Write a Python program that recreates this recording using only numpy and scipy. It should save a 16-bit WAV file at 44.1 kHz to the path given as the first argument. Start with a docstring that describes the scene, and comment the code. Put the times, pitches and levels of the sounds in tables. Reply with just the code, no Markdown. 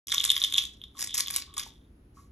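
"""In a quiet room, pills rattle in a small plastic bottle: shaken, then tipped out over a palm.
Each blow is a bright tick of shaped noise plus a short, wavering-free sine for the ringing bottle wall.
The air inside hums low: a narrow filter stirred by the blows, plus a few breathy hums and a dull knock.
A faint rustle, a short echo and steady room tone surround it; two microphone ports listen close by."""
import sys
import numpy as np
from scipy import signal
from scipy.fft import rfft, irfft, next_fast_len
from scipy.io import wavfile

SR = 44100
rng = np.random.default_rng(int(sys.argv[2]) if len(sys.argv) > 2 else 0)


def dump_mix(stems):
    """Bounce the given channels to the path in sys.argv[1] as a 16-bit WAV at rate SR."""
    frames = np.atleast_2d(stems).T  # one column per channel
    limited = np.clip(frames, -1, 1)  # hard clip at full scale
    pcm = np.round(limited * 32767).astype(np.int16)
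    wavfile.write(sys.argv[1], SR, pcm)


N = 102179


def gain_of(db):
    """Turn decibels into a plain multiplier."""
    return 10 ** (np.asarray(db) / 20)


def evened(x):
    """Scale a sound to an average (RMS) level of 1."""
    return x / np.sqrt(np.mean(x ** 2) + 1e-20)


def read(points, hz):
    """Read a curve of (f/Hz, value) points, with pitch on a logarithmic scale."""
    f, value = np.transpose(points)
    return np.interp(np.log(hz + 1), np.log(f + 1), value)


def add(mix, s, sound):
    """Mix a sound in at time s, cutting whatever runs past the end."""
    part = mix[round(s * SR):][:len(sound)]
    part += sound[:len(part)]


def strike(rise_s, t60_s, size):
    """A rounded rise and an exponential fall (60 dB in t60_s), peak 1."""
    t = np.arange(size) / SR
    shape = (1 - np.exp(-t / rise_s)) ** 2 * gain_of(-60 * t / t60_s)
    return shape / shape.max()


def resonate(x, hz, sharpness):
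    """Let through mostly the sound around one pitch, as a resonance does."""
    b, a = signal.iirpeak(hz, sharpness, SR)
    return signal.lfilter(b, a, x)


def causal(points):
    """Minimum-phase filter: it gives the colour without sounding ahead of time."""
    hz = abs(np.fft.fftfreq(2048, 1 / SR))
    log_gain = np.log(gain_of(read(points, hz)))
    spectrum = np.exp(np.conj(signal.hilbert(log_gain)))
    return np.fft.ifft(spectrum).real[:512]


# Colour of the room tone, before its overall level is set: (f/Hz, relative level/dB)
ROOM_TONE_COLOUR = [(30, -14), (55, 3), (150, -11), (300, -11.5), (620, -27.5), (2000, -36), (8800, -51.5),
                    (10400, -36), (12600, -56)]
ROOM_TONE_DB, ROOM_TONE_MONO_HZ = -56, 460  # average level; below this pitch both sides are alike


def room_tone():
    """Steady coloured noise: the rumble is the same on both sides, the middle looser, the top mostly shared."""
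    hz = np.fft.rfftfreq(N, 1 / SR)
    both, left, right = rfft(rng.standard_normal((3, N)))
    rumble_share = 1 / (1 + (hz / ROOM_TONE_MONO_HZ) ** 6)
    shared = np.maximum(rumble_share, .9 * (hz > 6000))
    noise = np.sqrt(shared) * both + np.sqrt(1 - shared) * np.array([left, right])
    coloured = irfft(noise * gain_of(read(ROOM_TONE_COLOUR, hz)), N)
    return gain_of(ROOM_TONE_DB) * evened(coloured)


ROOM_DB, ROOM_SHARED = -7.5, .5  # echo level; share of the low part common to both sides
ROOM_T60_S, ROOM_TREBLE_T60_S = .3, .11  # time to fall 60 dB
ROOM_RISE_S = .0018  # time constant of the soft start


def room(x):
    """Echoes as a fading noise tail; the treble dies sooner and is more alike on both sides."""
    t = np.arange(SR // 2) / SR
    both, left, right = rng.standard_normal((3, len(t)))
    taps = np.sqrt(ROOM_SHARED) * both + np.sqrt(1 - ROOM_SHARED) * np.array([left, right])
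    low = signal.filtfilt(*signal.butter(2, 6000, fs=SR), taps)
    high = signal.filtfilt(*signal.butter(2, 6000, "high", fs=SR), both + .5 * taps)
    tail = low * gain_of(-60 * t / ROOM_T60_S) + high * gain_of(-60 * t / ROOM_TREBLE_T60_S)
    tail = tail * (1 - np.exp(-t / ROOM_RISE_S))
    tail = tail / np.linalg.norm(tail[0])
    return gain_of(ROOM_DB) * signal.fftconvolve(x[None], tail, axes=1)[:, :N]


# Bright colour shared by the pill ticks and the rustle: (f/Hz, level/dB)
TICK_COLOUR = [(650, -20.5), (1500, -9), (2250, -2), (2800, -6), (5200, 3), (10800, 0.5), (12200, -4.5),
               (14600, -56)]


def tick_coloured(x):
    """Filter a sound so its pitches are as strong as in a pill tick."""
    return signal.oaconvolve(x, causal(TICK_COLOUR))[:N]


# A faint soft rustle: (t/s, length/s, level/dB at the top of the swell)
RUSTLES = [(2.139, 0.19, -66)]


def rustle():
    """A soft swell of bright noise that rises faster than it falls."""
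    swell = np.zeros(N)
    for s, length, db in RUSTLES:
        u = np.arange(0, 1, 1 / (length * SR))
        add(swell, s, gain_of(db) * np.sin(np.pi * np.sqrt(u)) ** 2)
    return swell * evened(tick_coloured(rng.standard_normal(N)))


# Air in the bottle stirred into a breathy hum: (t/s, level/dB before fading, f/Hz, 60 dB fade/s)
BREATHY_HUMS = [(0.946, -57, 1073, .5), (1.469, -60, 1130, 0.98), (1.568, -41.5, 1139, 0.14),
                (2.168, -52, 1145, 0.17)]
AIR_RISE_S, AIR_JOSTLE_DB = .0012, 8  # rise time constant; boost of the hum stirred by blows
AIR_HZ, AIR_WIDTH_HZ = 1110, 80  # pitch and width of the air resonance


def air_hum(struck):
    """The air resonates near one pitch, stirred by ticks and wall rings; noise through it sounds breathy."""
    air = np.zeros(N)
    for s, db, hz, t60 in BREATHY_HUMS:
        noise = rng.standard_normal(9000)
        breath = evened(resonate(resonate(noise, hz, 3), hz, hz / AIR_WIDTH_HZ))
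        breath = breath * np.hanning(2 * len(noise))[len(noise):]  # fade smoothly to nothing
        add(air, s, gain_of(db) * strike(AIR_RISE_S, t60, len(noise)) * breath)
    stirred = resonate(resonate(struck, AIR_HZ, 2), AIR_HZ, AIR_HZ / AIR_WIDTH_HZ)
    return air + gain_of(AIR_JOSTLE_DB) * stirred


KNOCK_S, KNOCK_DB, KNOCK_HZ, KNOCK_T60_S = 1.6645, -43, 905, .032


def dull_knock():
    """One dull knock as the bottle leaves the palm: a low sine that fades fast."""
    out, t = np.zeros(N), np.arange(1024) / SR
    add(out, KNOCK_S, gain_of(KNOCK_DB - 60 * t / KNOCK_T60_S) * np.sin(2 * np.pi * KNOCK_HZ * t))
    return out


WALL_HZ, WALL_SCATTER = 3510, .055  # ring pitch; it differs per blow by up to this fraction
WALL_PEAK_S = .00086  # time from the start of a ring to its loudest point


def wall_rings(rows):
    """Each blow makes the plastic wall ring: a sine that swells and dies within milliseconds."""
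    wall, t = np.zeros(N), np.arange(1024) / SR
    ring = (t / WALL_PEAK_S * np.exp(1 - t / WALL_PEAK_S)) ** 2
    for s, wall_db, _ in rows:
        hz = WALL_HZ * (1 + WALL_SCATTER * np.tanh(rng.standard_normal()))
        add(wall, s - WALL_PEAK_S / 2, gain_of(wall_db) * ring * np.sin(2 * np.pi * hz * t))
    return wall


TICK_RISE_S, TICK_T60_S, TUMBLE_T60_S = .00015, .006, .013  # rise time constant; 60 dB fades
TICK_TINT_DB = 5  # typical size of each tick's own random tint
TIP_S = .98  # from here the pills tumble in clumps onto the palm, with longer ticks


def pill_ticks(rows):
    """Each blow is a tiny burst of noise with its own tint, all given the bright tick colour."""
    ticks, size = np.zeros(N), 1024
    snap = strike(TICK_RISE_S, TICK_T60_S, size)
    tumble = strike(TICK_RISE_S, TUMBLE_T60_S, size)
    bins = np.sqrt(np.linspace(0, 1, size // 2 + 1))
    for s, _, tick_db in rows:
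        tint_db = TICK_TINT_DB * np.interp(bins, np.linspace(0, 1, 9), rng.standard_normal(9))
        noise = irfft(rfft(rng.standard_normal(size)) * gain_of(tint_db))
        shape = tumble if s > TIP_S else snap
        tick = shape * noise
        same_energy = np.linalg.norm(shape) / np.linalg.norm(tick)
        add(ticks, s, gain_of(tick_db) * tick * same_energy)
    return tick_coloured(ticks)


# The distinct blows: (t/s, wall ring level/dB, tick level/dB before colouring)
DISTINCT_BLOWS = [(0.1088, -28, -50), (0.1195, -14, -22), (0.124, -17, -15.5), (0.1386, -24, -18),
                  (0.1422, -26, -16.5), (0.1455, -22, -18), (0.158, -23.5, -43), (0.1684, -24, -38),
                  (0.1815, -9.5, -25), (0.1994, -29.5, -23), (0.2039, -11.5, -40), (0.2407, -16, -13.5),
                  (0.2509, -38, -12.5), (0.2587, -20, -26), (0.2942, -13, -31), (0.3026, -4.5, -14),
                  (0.3062, -11, -27), (0.3162, -20, -15.5), (0.3518, -23.5, -42.5), (0.3656, -19, -15.5),
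                  (0.3782, -21.5, -19.5), (0.4177, -12, -28), (0.4238, -22.5, -37.5),
                  (0.4272, -21.5, -19.5), (0.4388, -10.5, -18.5), (0.4434, -15.5, -27),
                  (0.4465, -14.5, -19.5), (0.4488, -15.5, -40), (0.5246, -18, -25), (0.5385, -21.5, -15.5),
                  (0.5428, -12, -35.5), (0.5541, -16, -43), (0.5594, -21, -36.5), (0.5636, -22, -29),
                  (0.5755, -22, -23), (0.5814, -7, -16.5), (0.5844, -9.5, -19), (0.5896, -16.5, -22),
                  (0.622, -23, -31), (0.6384, -24.5, -26), (0.6531, -24, -30.5), (0.8161, -32, -43.5),
                  (0.8208, -50, -58), (0.8387, -28.5, -43), (0.8423, -36, -48.5), (0.8828, -54, -63),
                  (0.9735, -41.5, -48.5), (1.0006, -41.5, -33.5), (1.0176, -38.5, -20.5),
                  (1.0438, -56.5, -25), (1.0732, -45, -28), (1.0945, -29.5, -35.5), (1.107, -30, -36.5),
                  (1.1415, -27.5, -25.5), (1.1448, -50.5, -19.5), (1.1498, -43, -19), (1.1543, -34, -20.5),
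                  (1.1868, -38.5, -22), (1.1935, -48, -19.5), (1.2053, -45, -15), (1.2618, -26.5, -45.5),
                  (1.2722, -29, -28), (1.2822, -21, -23), (1.3028, -40, -23), (1.3082, -47.5, -21.5),
                  (1.3431, -55, -25.5), (1.3617, -31.5, -12.5), (1.4214, -55, -27.5), (1.5399, -44, -35.5),
                  (1.568, -36, -28), (1.5795, -32.5, -21.5), (1.5933, -35.5, -28.5)]
# Lowest levels of the small blows between, as a curve: (t/s, wall ring level/dB, tick level/dB before colouring)
JOSTLE_CURVE = [(.07, -44, -41), (.3, -40, -38.5), (.5, -48.5, -46.5), (.6, -37.5, -39.5),
                (0.671, -86, -54.5), (.83, -65, -79), (0.93, -70.5, -81), (1.016, -62.5, -28.5),
                (1.118, -45, -73.5), (1.188, -53, -26.5), (1.263, -54, -61.5), (1.363, -50.5, -33),
                (1.519, -64, -88.5), (1.586, -38, -33.5), (1.718, -64.5, -71.5), (1.9, -85, -95.5)]
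JOSTLE_PER_S = 400  # average number of small blows per second
JOSTLE_SPREAD_DB, JOSTLE_MOST = 5.5, 2.2  # average extra level before the cap; cap in multiples of it


def blows():
    """The distinct blows and a random crowd of small ones, as rows (t/s, wall level/dB, tick level/dB)."""
    t, wall_db, tick_db = np.transpose(JOSTLE_CURVE)
    draw = rng.random((1200, 3))
    s = t[0] - np.cumsum(np.log(draw[:, 0])) / JOSTLE_PER_S  # random gaps
    extra_db = JOSTLE_SPREAD_DB * np.minimum(-np.log(draw[:, 1:]), JOSTLE_MOST)
    crowd_wall_db = np.interp(s, t, wall_db) + extra_db[:, 0]
    crowd_tick_db = np.interp(s, t, tick_db) + extra_db[:, 1]
    crowd = np.c_[s, crowd_wall_db, crowd_tick_db]
    return np.r_[DISTINCT_BLOWS, crowd[s < t[-1]]]


def bottle():
    """Every blow ticks and rings the wall, and both together set the air humming."""
    rows = blows()
    struck = wall_rings(rows) + pill_ticks(rows)
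    return struck + air_hum(struck) + dull_knock()


def scene():
    """The close sounds, their echo in the room and the room tone."""
    near = bottle() + rustle()
    return near + room(near) + room_tone()


# How far the left port runs ahead of the right: (f/Hz, lead/radians)
PORT_LEAD = [(2100, .1), (2900, .9), (3800, -.1), (4500, -2.7), (5100, -2.3), (5800, .1), (9000, 3.1),
             (12000, 6.3)]
START_S, OPENING_S = .0685, .0021  # opening silence; length of the fade-in
EDGE_HZ = 16200  # pitches above this are cut


def record(dry):
    """The two ports hear each pitch at their own phase; the sound opens after a short silence."""
    size = next_fast_len(N + 2048)
    hz = np.fft.rfftfreq(size, 1 / SR)
    lead = read(PORT_LEAD, hz) * np.minimum(hz / PORT_LEAD[0][0], 1)
    turn = np.exp(.5j * np.array([lead, -lead]))  # half the lead on each side
    ports = irfft(rfft(dry, size) * turn, size)[:, :N]
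    ports = ports * np.clip((np.arange(N) / SR - START_S) / OPENING_S, 0, 1)
    lowpass = signal.firwin(511, EDGE_HZ, window=("kaiser", 9), fs=SR)
    return signal.oaconvolve(ports, lowpass[None], "same")


dry = scene()
out = record(dry)
dump_mix(out)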